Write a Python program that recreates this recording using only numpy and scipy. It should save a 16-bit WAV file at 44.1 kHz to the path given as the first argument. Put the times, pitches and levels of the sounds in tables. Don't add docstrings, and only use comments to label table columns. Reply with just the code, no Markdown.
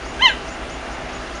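import sys
import numpy as np
from scipy import signal
from scipy.fft import rfft, irfft
from scipy.io import wavfile
from scipy.ndimage import uniform_filter1d

SR = 44100
rng = np.random.default_rng(int(sys.argv[2]) if len(sys.argv) > 2 else 0)


def to_wav(sig):
    pcm = np.clip(np.atleast_2d(sig), -1, 1) * 32767
    pcm = np.round(pcm).astype(np.int16)
    wavfile.write(sys.argv[1], SR, pcm.T)


def gain_from_decibels(decibels):
    exponent = np.asarray(decibels, float) / 20
    return 10 ** exponent


N = 61739
TIME_S = np.arange(N) / SR


def rms_one(x):
    return x / np.sqrt(np.mean(x ** 2) + 1e-20)


def at_hz(points, hz):
    point_hz, point_db = np.transpose(points)
    return np.interp(np.log(hz), np.log(point_hz), point_db)


def drift(rate_hz):
    r = np.exp(-2 * np.pi * rate_hz / SR)
    wander = signal.lfilter([1], [1, -2 * r, r * r], rng.standard_normal(N + SR))
    return rms_one(wander[SR:])


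def band_pass(x, order, low_hz, high_hz):
    sos = signal.butter(order, [low_hz, high_hz], "band", fs=SR, output="sos")
    return signal.sosfilt(sos, x)


def resonate(x, hz, width_hz):
    r = np.exp(-np.pi * width_hz / SR)
    return signal.lfilter([1, 0, -1], [1, -2 * r * np.cos(2 * np.pi * hz / SR), r * r], x)


def bump(x, centre, width):
    return np.exp(-.5 * ((x - centre) / width) ** 2)


def gate(t, length_s, edge_s):
    return np.clip(t / edge_s, 0, 1) ** 2 * np.clip((length_s - t) / edge_s, 0, 1)


def scatter(x, t60_s, rise_s):
    t = np.arange(SR // 2) / SR
    cloud = rng.standard_normal(len(t)) * gain_from_decibels(-60 * t / t60_s) * np.clip(t / rise_s, 0, 1) ** 2
    return signal.fftconvolve(x, cloud / np.sqrt(np.sum(cloud ** 2)))[:N]


HUM_ORDERS = {4: -47, 6: -50, 7: -49, 8: -40, 9: -49, 32: -53, 36: -45}
# pitch_hz, width_hz, level_db
BODY_RESONANCES = [(55.4, 12, 0.5), (214, 9.4, -18), (322, 12, 3.5), (390.7, 8.2, 5.5), (499.5, 11, -4),
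                   (656, 38, 4), (800, 14, 4), (1005, 6.7, -3.5), (1182, 8.7, 1), (1335, 32, -1),
                   (1533, 90, -6.5), (2045, 244, -8), (2745, 310, -9)]
# frequency_hz, level_db (per Hz)
HISS_SPECTRUM = [(25, -8), (55, -4), (90, -1), (600, 0), (1500, -3.5), (3000, -11.5), (4200, -16),
                 (6800, -17.5)]
CYCLE_HZ = 7.005
BODY_DB, HISS_DB, THROB_DB = -35, -32.5, .3


def engine_hum(turn):
    hum = 0
    for order, db in HUM_ORDERS.items():
        hum = hum + gain_from_decibels(db + 3 + 1.2 * drift(2.5)) * np.cos(order * turn)
    return hum


def engine_body():
    body = 0
    for hz, width_hz, db in BODY_RESONANCES:
        ring = rms_one(resonate(rng.standard_normal(N), hz, width_hz))
        body = body + gain_from_decibels(db) * ring * np.sqrt(width_hz)
    return rms_one(body)


def hiss_and_leaves():
    hiss = 0
    edges_hz = 20 * 2 ** np.arange(0, 9.6, .5)
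    white = rng.standard_normal((2, N + SR))
    for k, (low_hz, high_hz) in enumerate(zip(edges_hz, edges_hz[1:])):
        band = band_pass(white[k % 2], 2, low_hz, high_hz)[SR:]
        hiss = hiss + gain_from_decibels(at_hz(HISS_SPECTRUM, np.sqrt(low_hz * high_hz)) + 1.24 * drift(4.7)) * band
    return rms_one(hiss)


def engine():
    turn = 2 * np.pi * CYCLE_HZ * (TIME_S - .63)
    noise = gain_from_decibels(BODY_DB) * engine_body() + gain_from_decibels(HISS_DB) * hiss_and_leaves()
    return engine_hum(turn) + gain_from_decibels(THROB_DB * np.cos(4 * turn)) * noise


# start_s, level_db (rms), top_hz, length_s, low_voice_db
BIRD_NOTES = [
    (.038, -50, 6950, .07, -9),
    (.256, -48, 7050, .065, -14),
    (.472, -47, 7080, .066, -14),
    (.686, -49, 7000, .064, -11),
    (.902, -49, 6950, .055, -7),
    (1.118, -49, 6930, .06, -14),
    (1.336, -49, 6950, .045, -6),
]
START_HZ, RISE_S = 4200, .016
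FLICKER_DB, WOBBLE_HZ = 2.5, 45
LOW_VOICE_HZ, LOW_VOICE_RISE_HZ_S, LOW_VOICE_AT_S, LOW_VOICE_S = 5400, 14000, .026, .006
BIRD_ECHO_DB, BIRD_ECHO_T60_S, BIRD_ECHO_RISE_S = -3, .13, .0028


def bird():
    song = 0
    flicker = gain_from_decibels(FLICKER_DB * drift(140))
    wobble_hz = WOBBLE_HZ * drift(150)
    for start_s, db, top_hz, length_s, low_db in BIRD_NOTES:
        t = TIME_S - start_s
        hz = top_hz - (top_hz - START_HZ) * np.exp(-(t / RISE_S) ** 2) + wobble_hz
        whistle = np.sin(2 * np.pi * np.cumsum(hz) / SR) * gate(t, length_s, .006)
        u = t - LOW_VOICE_AT_S
        low_cycles = LOW_VOICE_HZ * u + .5 * LOW_VOICE_RISE_HZ_S * u * u
        low_voice = np.sin(2 * np.pi * low_cycles) * bump(u, 0, LOW_VOICE_S)
        song = song + gain_from_decibels(db + 5.5) * (whistle + gain_from_decibels(low_db) * low_voice)
    song = song * flicker
    return song + gain_from_decibels(BIRD_ECHO_DB) * scatter(song, BIRD_ECHO_T60_S, BIRD_ECHO_RISE_S)


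# delay_s, level_db
TRUNK_ECHOES = [(.016, -17), (.025, -21), (.036, -22), (.052, -19), (.064, -22)]
SCATTER_DB, SCATTER_RISE_S, SCATTER_T60_S = -15, .035, .3
SCATTER_LOW_HZ, SCATTER_HIGH_HZ = 1580, 3880


def trees(call):
    back = gain_from_decibels(SCATTER_DB) * scatter(call, SCATTER_T60_S, SCATTER_RISE_S)
    for delay_s, db in TRUNK_ECHOES:
        back = back + gain_from_decibels(db) * np.interp(np.arange(N) - delay_s * SR, np.arange(N), call)
    return band_pass(back, 1, SCATTER_LOW_HZ, SCATTER_HIGH_HZ)


# time_s, pitch_hz, effort_db, mouth_db (lift of the overtones as the mouth opens)
CHIRP_COURSE = [
    (.191, 773, -37.5, -7),
    (.204, 800, -28.5, -5),
    (0.225, 1022, -20.5, 3.5),
    (0.243, 1053, -16.5, 3.5),
    (0.252, 1039, -18, 8),
    (0.269, 967.4, -15, 2.5),
    (.283, 887.3, -22.5, 7.5),
    (0.3, 813, -26.5, 4),
    (0.326, 725, -36.5, -9),
]
# frequency_hz, level_db
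THROAT_SPECTRUM = [(790, -26), (865, -1), (2050, 1), (2400, -8.5), (3050, 5), (3350, -6.5), (4900, -29.5),
                   (10500, -34.5)]
# frequency_hz, width_hz, level_db
MOUTH_RIPPLES = [(1600, 60, 7), (2680, 45, 4), (3470, 55, 9), (3850, 80, 8), (4215, 60, 13), (6080, 90, 14),
                 (5700, 100, 4), (6330, 70, 4), (1725, 35, -11), (1870, 40, -7), (2580, 40, -8),
                 (2815, 42, -18), (3270, 80, -12), (3640, 55, -10)]
CHIRP_EDGE_S, BREATH_DB = .002, -28
TREMBLE, SHIMMER_DB = .001, .13


def chirp():
    time_s, pitch_hz, effort_db, mouth_db = np.transpose(CHIRP_COURSE)
    f0 = uniform_filter1d(np.interp(TIME_S, time_s, pitch_hz), size=300) * (1 + TREMBLE * drift(150))
    mouth = uniform_filter1d(np.interp(TIME_S, time_s, mouth_db), size=300)
    phase = 2 * np.pi * np.cumsum(f0) / SR
    voice = 0
    for k in range(1, 14):
        db = at_hz(THROAT_SPECTRUM, k * f0)
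        db = db + mouth * (1 - 1 / k) * np.exp(-(k / 10.4) ** 4)
        db = db + SHIMMER_DB * k ** 1.64 * drift(130)
        for hz, width_hz, ripple_db in MOUTH_RIPPLES:
            db = db + ripple_db * bump(k * f0, hz, width_hz)
        voice = voice + gain_from_decibels(db + 3) * np.sin(k * phase + .8 * k * k)
    breath = rms_one(band_pass(rng.standard_normal(N), 2, 1500, 6000))
    voice = voice + gain_from_decibels(BREATH_DB) * breath * (1 + np.cos(phase))
    effort = gain_from_decibels(uniform_filter1d(np.interp(TIME_S, time_s, effort_db), size=200))
    return voice * effort * gate(TIME_S - time_s[0], time_s[-1] - time_s[0], CHIRP_EDGE_S)


def scene():
    cat = chirp()
    return (engine() + bird() + trees(cat) + cat)[None]


def top_cut(x):
    return signal.sosfilt(signal.butter(12, 11590, fs=SR, output="sos"), x)


TOP_SHELF_HZ, SHELF_WIDTH_HZ, TOP_DB = 7120, 200, -8.5
DIP_HZ, DIP_WIDTH_HZ, DIP_DB = 8020, 170, -5
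ROLL_HZ, CUTOFF_HZ = 9570, 11700
SETTLE_DB, SETTLE_S = -2, .036


def record(dry):
    settled = dry * gain_from_decibels(SETTLE_DB * np.exp(-TIME_S / SETTLE_S))
    hz = np.fft.rfftfreq(N, 1 / SR)
    db = TOP_DB / (1 + np.exp(np.clip((TOP_SHELF_HZ - hz) / SHELF_WIDTH_HZ, -50, 50)))
    db = db + DIP_DB * bump(hz, DIP_HZ, DIP_WIDTH_HZ)
    db = db - 9.6 * np.clip((hz - ROLL_HZ) / 1000, 0, None) ** 1.28
    db = db - 60 * (hz > CUTOFF_HZ)
    mix = irfft(rfft(settled) * gain_from_decibels(np.maximum(db, -140)), N)
    return top_cut(mix)


dry = scene()
out = record(dry)
to_wav(out)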